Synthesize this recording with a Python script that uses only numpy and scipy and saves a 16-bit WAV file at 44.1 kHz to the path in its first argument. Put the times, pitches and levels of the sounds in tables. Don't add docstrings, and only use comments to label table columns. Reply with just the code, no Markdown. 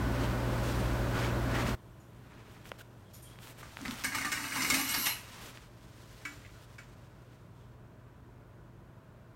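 import sys
import numpy as np
from scipy import signal
from scipy.fft import rfft, irfft, next_fast_len
from scipy.io import wavfile

SR = 44100
rng = np.random.default_rng(int(sys.argv[2]) if len(sys.argv) > 2 else 0)


def log_audio(samples):
    frames = np.atleast_2d(samples).T
    limited = np.clip(frames, -1, 1)
    pcm = np.round(limited * 32767).astype(np.int16)
    wavfile.write(sys.argv[1], SR, pcm)


N = 412335
TIME = np.arange(N) / SR
TAIL = np.arange(SR // 2) / SR
ROOM_T60_S = 0.48
BUNCH_START_S, BUNCH_END_S = 4.48, 5.115
DAMP_START_S = 4.97
ROD_SPREAD = 0.0024

# (frequency [Hz], density [dB])
RUB_SPECTRUM = [(150, -5), (400, -9), (1000, 0), (1800, -1.5), (3500, -3.5), (5500, -6.5), (9000, -10.5),
                (15000, -16.5)]
SWISH_SPECTRUM = [(300, 7.5), (1100, 2), (1550, 4.5), (2100, 0.5), (3300, 3), (4600, -4.5), (8000, -4),
                  (13000, -5), (15500, -9)]
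# (frequency [Hz], density [dB])
CLATTER_SPECTRUM = [(100, -16), (280, -6), (450, -14), (750, -4.5), (1100, 0), (2200, -1), (2700, -2),
                    (3300, -10), (4000, -8.5), (6000, -6.5), (9000, -9), (12000, -16), (15500, -16.5)]
JINGLE_SPECTRUM = [(2000, -25), (4000, -9), (6000, -7), (8000, -10.5), (10500, -7), (11700, 2.5),
                   (13000, -5), (15500, -20)]
# (frequency [Hz], half width [Hz], level [dB])
ROD_MODES = [(290, 14, -5), (897, 29, -8), (1192, 8.1, 2), (1272, 26, -7.5), (1420, 14, -10),
             (1560, 16, -9.5), (1652, 9.4, -1), (1920, 7, 0.5), (2070, 30, -4), (2174, 11, 6),
             (2240, 28, -3), (2525, 8.3, -5), (2877, 35, -3), (3730, 48, -10.5), (4160, 85, -12),
             (4540, 40, -8), (5180, 46, -8), (5550, 35, -8), (6030, 110, -9.5), (7200, 35, -5.5),
             (8100, 35, -10), (8770, 100, -8), (11680, 55, -11)]
BEND_MODES = [(183, 3.6, -10), (229.7, 5, -7), (263.5, 4.1, -1), (294, 3.8, 1)]
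# (time [s], level [dB], tilt [dB/octave], peak [Hz])
KNOCKS = [(3.629, -52, -2, 1600), (3.851, -41, -3.5, 1480), (4.038, -37, 0, 1710), (4.044, -31, 3.5, 1660),
          (4.121, -40, -8, 1940), (4.147, -33, 0.5, 1580), (4.182, -36, 0, 1400), (4.211, -39, 1, 1900),
          (4.2474, -33, -2, 1700), (4.318, -31.5, 2.5, 1520), (4.372, -39, -5, 1720),
          (4.439, -41, -7, 1370), (4.521, -39, -7, 2400), (4.554, -36, -2, 1680), (4.605, -34.5, 0, 2000),
          (4.62, -35.5, 10, 5100), (4.648, -36.5, 7, 2200), (4.7003, -26.5, 7, 2170),
          (4.7413, -28.5, 7, 2200), (4.89, -36, 9, 8800), (4.942, -32.5, 0, 4960), (5.0004, -43, 3, 11600),
          (5.056, -34, 2.5, 2920), (5.063, -29.5, 0, 2900)]


def from_db(db):
    return 10 ** (np.asarray(db) / 20)


def rms_one(x):
    return x / np.sqrt(np.mean(x ** 2) + 1e-20)


def add(out, start_s, sound):
    at = int(start_s * SR)
    out[at:at + len(sound)] += sound[:N - at]


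def level(times_s, db, fade_s=0.015):
    return from_db(np.interp(TIME, [times_s[0] - fade_s, *times_s, times_s[-1] + fade_s],
                             [-120, *db, -120]))


def decay(t60_s):
    return np.exp(-np.log(1000) * TAIL / t60_s)


def bell(middle_s, length_s):
    return np.exp(-(2 * (TIME - middle_s) / length_s) ** 2)


def drift(rate_hz):
    knots = rng.standard_normal(int(N / SR * 400))
    return rms_one(np.interp(TIME * rate_hz, np.arange(len(knots)), knots))


def grains(per_s, spread_db):
    sizes = from_db(spread_db * np.minimum(rng.exponential(1, N), 4)) * rng.choice([-1, 1], N)
    return rms_one(sizes * (rng.random(N) < per_s / SR))


def noise(samples=len(TAIL)):
    return rng.standard_normal(samples)


def filtered(x, gain_at):
    size = next_fast_len(len(x))
    hz = np.maximum(np.fft.rfftfreq(size, 1 / SR), 1)
    return rms_one(irfft(rfft(x, size) * gain_at(hz), size)[:len(x)])


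def coloured(x, spectrum):
    points_hz, db = np.transpose(spectrum)
    return filtered(x, lambda hz: from_db(np.interp(np.log(hz), np.log(points_hz), db)))


def resonant(x, modes):
    centre, width, db = np.transpose(modes)[:, :, None]
    return filtered(x, lambda hz: np.sum(from_db(db) / (1 + ((hz - centre) / width) ** 2), axis=0))


def butterworth(x, order, hz, kind):
    return signal.sosfilt(signal.butter(order, hz, kind, fs=SR, output="sos"), x)


def detuned(modes, spread):
    return [(hz * (1 + spread * rng.uniform(-1, 1)), width, db) for hz, width, db in modes]


def ringing(modes, t60_s):
    return rms_one(resonant(noise(), modes) * decay(t60_s))


def crack(spectrum, t60_s, room_db):
    return rms_one(coloured(noise(), spectrum) * (decay(t60_s) + from_db(room_db) * decay(ROOM_T60_S)))


def excite(force, response):
    return signal.fftconvolve(force, response / np.linalg.norm(response))[:N]


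def contact(x, tilt_db, peak_hz, boost_db, knee_hz=2500, q=5.9):
    dull = signal.lfilter(*signal.butter(1, knee_hz, fs=SR), x)
    x = dull + from_db(2 * tilt_db) * (x - dull)
    x = x + (from_db(boost_db) - 1) * signal.lfilter(*signal.iirpeak(peak_hz, q, fs=SR), x)
    return x / np.std(x[:SR // 50])


def damping(time_s):
    return from_db(np.interp(time_s, [DAMP_START_S, BUNCH_END_S], [0, -12]))


def air_conditioner(hush_s=1.754, fade_s=0.0066, air_loud_db=-36.5, air_quiet_db=-56):
    # (frequency [Hz], density [dB])
    air_loud = [(20, -39), (32, -12), (50, -12), (72, -6), (90, -4.5), (140, -11), (190, -3), (300, -8),
                (455, -12.5), (520, -9), (750, -14), (1500, -16.5), (2200, -24), (7000, -36.5),
                (15500, -40.5)]
    air_quiet = [(20, -46), (32, -23), (48, -3.5), (75, -9.5), (140, -7.5), (190, -10.5), (330, -18),
                 (520, -20.5), (900, -26), (1400, -25), (2100, -34), (4800, -45), (9000, -48.5),
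                 (15500, -50)]
    # (frequency [Hz], loud [dB], quiet [dB], unsteadiness [0-1])
    hum = [(47.6, -45.5, -73.5, 0.5), (59.9, -39, -78, 0.18), (98.8, -52, -63.5, 0.38),
           (120, -36, -58.5, 0.02), (340, -56.5, -80, 0.46), (432.3, -59, -74.5, 0.3), (655, -65, -79, 0.4)]
    # (frequency [Hz], half width [Hz], loud [dB], quiet [dB])
    duct = [(264.4, 15, -46.5, -76.5), (347, 33, -47.5, -70), (587, 49, -49, -72.5), (641, 46, -59.5, -76),
            (991, 105, -52, -71.5), (1480, 17, -53.5, -83)]
    loud = np.clip((hush_s - TIME) / fade_s, 0, 1)
    out = loud * from_db(air_loud_db) * coloured(noise(N), air_loud)
    out += (1 - loud) * from_db(air_quiet_db) * coloured(noise(N), air_quiet)
    for hz, loud_db, quiet_db, unsteady in hum:
        phase = 2 * np.pi * (hz * TIME + rng.random())
        tone = (1 + unsteady * drift(7)) * np.sin(phase) + unsteady * drift(6.4) * np.cos(phase)
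        out += from_db(quiet_db + loud * (loud_db - quiet_db)) * rms_one(tone)
    for hz, width_hz, loud_db, quiet_db in duct:
        out += from_db(quiet_db + loud * (loud_db - quiet_db)) * resonant(noise(N), [(hz, width_hz, 0)])
    return out


def last_sway(middle_s=7.62, length_s=0.16, db=-74):
    # (frequency [Hz], density [dB])
    spectrum = [(1000, -20), (2500, -5), (3400, 1), (4500, -8), (7000, -8), (15000, -20)]
    return from_db(db) * bell(middle_s, length_s) * coloured(grains(9000, 2.5), spectrum)


def cloth(flutter_db=1.87):
    # (middle [s], length [s], level [dB], nearness [0-1])
    rubs = [(0.233, 0.12, -44, 0.16), (0.724, 0.36, -48, 0.87), (1.229, 0.12, -38, 0.08),
            (1.584, 0.094, -35.5, 0.1), (1.693, 0.05, -39, 0.3), (2.385, 0.26, -59, 0),
            (2.625, 0.39, -61.5, 0.2), (3.28, 0.38, -64, 0.9), (3.678, 0.24, -58, 0.55),
            (3.982, 0.36, -47.5, 0.87), (5.377, 0.37, -52, 0.7), (6.3, 0.79, -59, 1),
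            (7.093, 0.75, -68, 0.47)]
    # (frequency [Hz], density [dB])
    far_spectrum = [(150, 10), (500, 4), (1200, 7), (2500, 2), (4000, -6), (7000, -13.5), (15000, -32)]
    # (start [s], length [s], level [dB])
    swishes = [(2.47, 0.096, -69), (2.638, 0.07, -57), (2.779, 0.046, -53), (3.39, 0.15, -52.5),
               (3.574, 0.05, -53), (3.904, 0.024, -47), (3.966, 0.037, -50), (5.393, 0.13, -52)]
    far_power, near_power, stroke = np.zeros((3, N))
    for middle_s, length_s, db, nearness in rubs:
        power = (from_db(db) * bell(middle_s, length_s * np.sqrt(2))) ** 2
        far_power += power * (1 - nearness)
        near_power += power * nearness
    for start_s, length_s, db in swishes:
        stroke += from_db(db) * np.interp((TIME - start_s) / length_s, [0, .3, .8, 1], [.018, .98, 1, 0])
    rub = np.sqrt(far_power) * coloured(grains(9000, 2.8), far_spectrum)
    rub += np.sqrt(near_power) * coloured(grains(9000, 2.2), RUB_SPECTRUM)
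    rub *= from_db(flutter_db * drift(45))
    return rub + stroke * coloured(grains(8000, 2.7), SWISH_SPECTRUM)


def scuffs(slips_per_s=900):
    # (middle [s], length [s], level [dB], pitch [Hz], half width [Hz], rise [octaves/s])
    catches = [(1.243, .05, -48, 2300, 110, 1.55), (1.558, 0.065, -42, 1880, 110, 1.4),
               (1.59, 0.033, -44, 1240, 110, 1.4), (2.812, 0.013, -49.5, 1555, 60, 1.6),
               (3.07, .05, -70.5, 3300, 60, 0.034), (3.273, 0.035, -59, 3250, 80, 0.21),
               (3.332, .1, -65, 3300, 70, 0), (6.462, .09, -60, 2100, 500, 0),
               (6.565, .05, -62, 1390, 250, 0)]
    out = np.zeros(N)
    offset_s = TAIL - TAIL.mean()
    for middle_s, length_s, db, hz, width_hz, rise in catches:
        slips = noise() * (rng.random(len(TAIL)) < slips_per_s / SR)
        glide = np.cumsum(2 ** (rise * offset_s))
        scuff = np.interp(glide, np.arange(len(TAIL)), resonant(slips, [(hz, width_hz, 0)]))
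        add(out, middle_s - TAIL.mean(), from_db(db) * scuff * np.exp(-(2 * offset_s / length_s) ** 2))
    return out


def tick(time_s=2.7168, level_db=-29, crack_db=-14):
    # (frequency [Hz], level [dB], t60 [s])
    modes = [(550, 0, 0.014), (1060, -1.5, 0.0083), (1450, -1, 0.011), (2070, -2, 0.0068),
             (2720, -1.5, 0.0055), (3300, -2, 0.0044)]
    knock = sum((-1) ** k * from_db(db) * np.sin(2 * np.pi * hz * TAIL) * decay(t60_s)
                for k, (hz, db, t60_s) in enumerate(modes))
    knock = butterworth(knock, 6, 3600, "low")
    knock += from_db(crack_db) * coloured(noise(), RUB_SPECTRUM) * decay(0.008)
    out = np.zeros(N)
    add(out, time_s, from_db(level_db) * butterworth(knock, 2, 240, "high"))
    return out


def folds(rise_cycles=0.3, body_ratio=0.69, body_db=-18, crinkle_db=-19, flap_s=0.078, tug_db=-15):
    # (time [s], level [dB], pitch [Hz])
    snaps = [(2.656, -37, 1990), (2.6925, -36.5, 6000), (3.358, -45, 2000), (3.3886, -35.5, 2400),
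             (3.433, -38.5, 2800), (3.473, -36, 3000), (3.611, -39, 1700), (3.632, -33, 1400),
             (3.657, -42, 1500), (3.7706, -25, 1890), (3.79, -35, 1300), (3.81, -37, 1400),
             (3.8154, -30, 7000), (3.858, -25.5, 2010), (3.881, -25, 4000), (3.9105, -22.5, 3400),
             (5.5738, -32.5, 2400)]
    # (time [s], level [dB])
    flaps = [(3.80, -46), (3.855, -39.5)]
    # (frequency [Hz], density [dB])
    flap_spectrum = [(25, -17), (55, -1), (130, -6), (200, 0), (270, 4.5), (380, -17.5), (600, -33),
                     (1500, -30), (5000, -57)]
    out = np.zeros(N)
    for time_s, db, hz in snaps:
        cycles = np.outer([hz, hz * body_ratio], TAIL)
        pulse, body = np.sin(2 * np.pi * cycles) * cycles / rise_cycles * np.exp(1 - cycles / rise_cycles)
        crinkle = crack(SWISH_SPECTRUM, t60_s=0.015, room_db=-35)
        crinkle /= np.abs(crinkle).max()
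        add(out, time_s, from_db(db) * (pulse + from_db(body_db) * body + from_db(crinkle_db) * crinkle))
    tugs = [(time_s, db + tug_db) for time_s, db, *_ in KNOCKS if time_s < DAMP_START_S]
    swell = TAIL / (flap_s / 3)
    for time_s, db in [*flaps, *tugs]:
        add(out, time_s, from_db(db) * swell * np.exp(1 - swell) * coloured(noise(), flap_spectrum))
    return out


def chiming_rings(attack_s=0.0066):
    # (time [s], level [dB], peak [Hz], peak boost [dB])
    touches = [(1.996, -71, 7000, 11), (3.133, -55, 12100, -2), (3.221, -56.5, 9300, 19)]
    # (frequency [Hz], half width [Hz], level [dB])
    modes = [(3306, 45, -13), (5500, 250, -12), (6970, 200, -10), (9370, 140, -7), (11800, 230, -17),
             (12500, 180, -16)]
    out = np.zeros(N)
    for time_s, db, peak_hz, boost_db in touches:
        chime = crack(JINGLE_SPECTRUM, t60_s=0.24, room_db=-6)
        chime += from_db(-3) * ringing(detuned(modes, spread=0.008), t60_s=0.3)
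        chime *= 1 - np.exp(-TAIL / attack_s)
        add(out, time_s, from_db(db) * contact(chime, 0, peak_hz, boost_db))
    return out


def dropping_rings(attack_s=0.0015, flex_hz=293, flex_t60_s=0.57, clack_db=-4.5, click_db=-9.5):
    # (time [s], level [dB], tilt [dB/octave], t60 scale [0-1], rod flexing [dB])
    drops = [(6.2513, -38.5, 0.5, 1, -9.5), (6.783, -46.5, -3, 0.52, -24)]
    # (frequency [Hz], level [dB], t60 [s])
    modes = [(1335, -9.5, .22), (1400, -8, .26), (1549, -5, 0.19), (1670, -6, .22), (1960, -5.5, 0.21),
             (2208, -6, .17), (2270, 1, 0.19), (2590, -13, .22), (2970, -19, 0.32), (3830, -27, 0.49),
             (5500, -22, .33), (7150, -18, .55), (7200, -21, .6), (11510, -25, .4)]
    # (frequency [Hz], density [dB])
    click_spectrum = [(800, -28), (1500, 2), (4500, -1), (6500, 0), (9000, -11), (15000, -20)]
    out = np.zeros(N)
    for time_s, db, tilt_db, t60_scale, flex_db in drops:
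        tones = np.zeros(len(TAIL))
        for hz, mode_db, t60_s in modes:
            gain = from_db(mode_db + rng.normal(0, 1.5))
            tones += gain * np.sin(2 * np.pi * (hz * TAIL + rng.random())) * decay(t60_s * t60_scale)
        tones *= 1 - np.exp(-TAIL / attack_s)
        flex = from_db(flex_db) * np.sin(2 * np.pi * flex_hz * TAIL) * decay(flex_t60_s)
        clack = crack(CLATTER_SPECTRUM, t60_s=0.098, room_db=-5)
        clack = contact(clack, tilt_db - 5, peak_hz=1560, boost_db=6)
        clack = from_db(clack_db) * butterworth(clack, 4, 1100, "high")
        click = from_db(click_db) * coloured(noise(), click_spectrum) * decay(0.03)
        add(out, time_s, from_db(db) * (tones + flex + clack + click))
    return out


def knocking_rings(rattle_s=0.009, rattle_per_s=1200, rattle_gain=0.62, bend_db=-11.5):
    out = np.zeros(N)
    for time_s, db, tilt_db, peak_hz in KNOCKS:
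        rod = crack(CLATTER_SPECTRUM, t60_s=0.026, room_db=-10.5)
        rod += from_db(-2) * ringing(detuned(ROD_MODES, ROD_SPREAD), t60_s=0.2)
        rattle = noise() * (rng.random(len(TAIL)) < rattle_per_s / SR)
        rattle *= rattle_gain * np.exp(-TAIL / rattle_s)
        rattle[0] = 1
        knock = contact(signal.fftconvolve(rattle, rod)[:len(TAIL)], tilt_db, peak_hz, boost_db=8.5)
        flex = ringing(BEND_MODES, t60_s=0.22)
        flex_gain = from_db(bend_db - 0.55 * tilt_db) * damping(time_s)
        add(out, time_s, from_db(db) * (knock + flex_gain * flex / np.abs(flex).max()))
    return out


def sliding_rings(jerk_db=0.9, turn_s=0.045, mid_rod_s=4.68, bend_end_db=-14.5, bend_mid_db=-5.5):
    # (time [s], level [dB])
    pull = [(4.04, -47.5), (4.25, -45), (4.52, -40), (4.58, -33.8), (4.77, -35), (4.87, -39.5),
            (4.93, -36.5), (5.07, -40), (5.125, -46.5)]
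    # (frequency [Hz], half width [Hz], level [dB])
    jingle_modes = [(2900, 42, 1), (4090, 130, -1.5), (5640, 170, -7.5), (11180, 90, -2.5),
                    (11480, 73, -0.5), (11820, 76, -2), (12400, 270, -18)]
    scrape = level(*np.transpose(pull)) * from_db(jerk_db * drift(45))
    slips = scrape * grains(per_s=2500, spread_db=2.2)
    jingle = from_db(np.interp(TIME, [BUNCH_START_S, BUNCH_END_S], [-13.5, 7]))
    bend = damping(TIME) * from_db(bend_end_db + (bend_mid_db - bend_end_db) * bell(mid_rod_s, 0.32))
    out = excite(slips * bend, ringing(BEND_MODES, t60_s=0.31))
    hop = int(turn_s * SR)
    load = np.sin(np.linspace(0, np.pi, 2 * hop))
    for turn in range(int(pull[0][0] / turn_s) - 1, int(pull[-1][0] / turn_s) + 1):
        span = slice(turn * hop, (turn + 2) * hop)
        rod = crack(CLATTER_SPECTRUM, t60_s=0.021, room_db=-12)
        rod += from_db(-2) * ringing(detuned(ROD_MODES, ROD_SPREAD), t60_s=0.27)
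        neighbours = crack(JINGLE_SPECTRUM, t60_s=0.025, room_db=-24)
        neighbours += from_db(1.5) * ringing(detuned(jingle_modes, spread=0.012), t60_s=0.25)
        force = load * slips[span]
        add(out, turn * hop / SR, excite(force, rod) + excite(force * jingle[span], neighbours))
    return out


def scene():
    curtain = cloth() + scuffs() + last_sway() + folds() + tick()
    background = air_conditioner()
    rings = sliding_rings() + knocking_rings() + chiming_rings() + dropping_rings()
    return (background + curtain + rings)[None]


def record(dry, notch_hz=10400, notch_q=9, notch_share=0.37, cutoff_hz=15850):
    dipped = signal.lfilter(*signal.iirnotch(notch_hz, notch_q, fs=SR), dry)
    heard = dry + notch_share * (dipped - dry)
    return signal.sosfilt(signal.ellip(12, 0.1, 80, cutoff_hz, fs=SR, output="sos"), heard)


dry = scene()
out = record(dry)
log_audio(out)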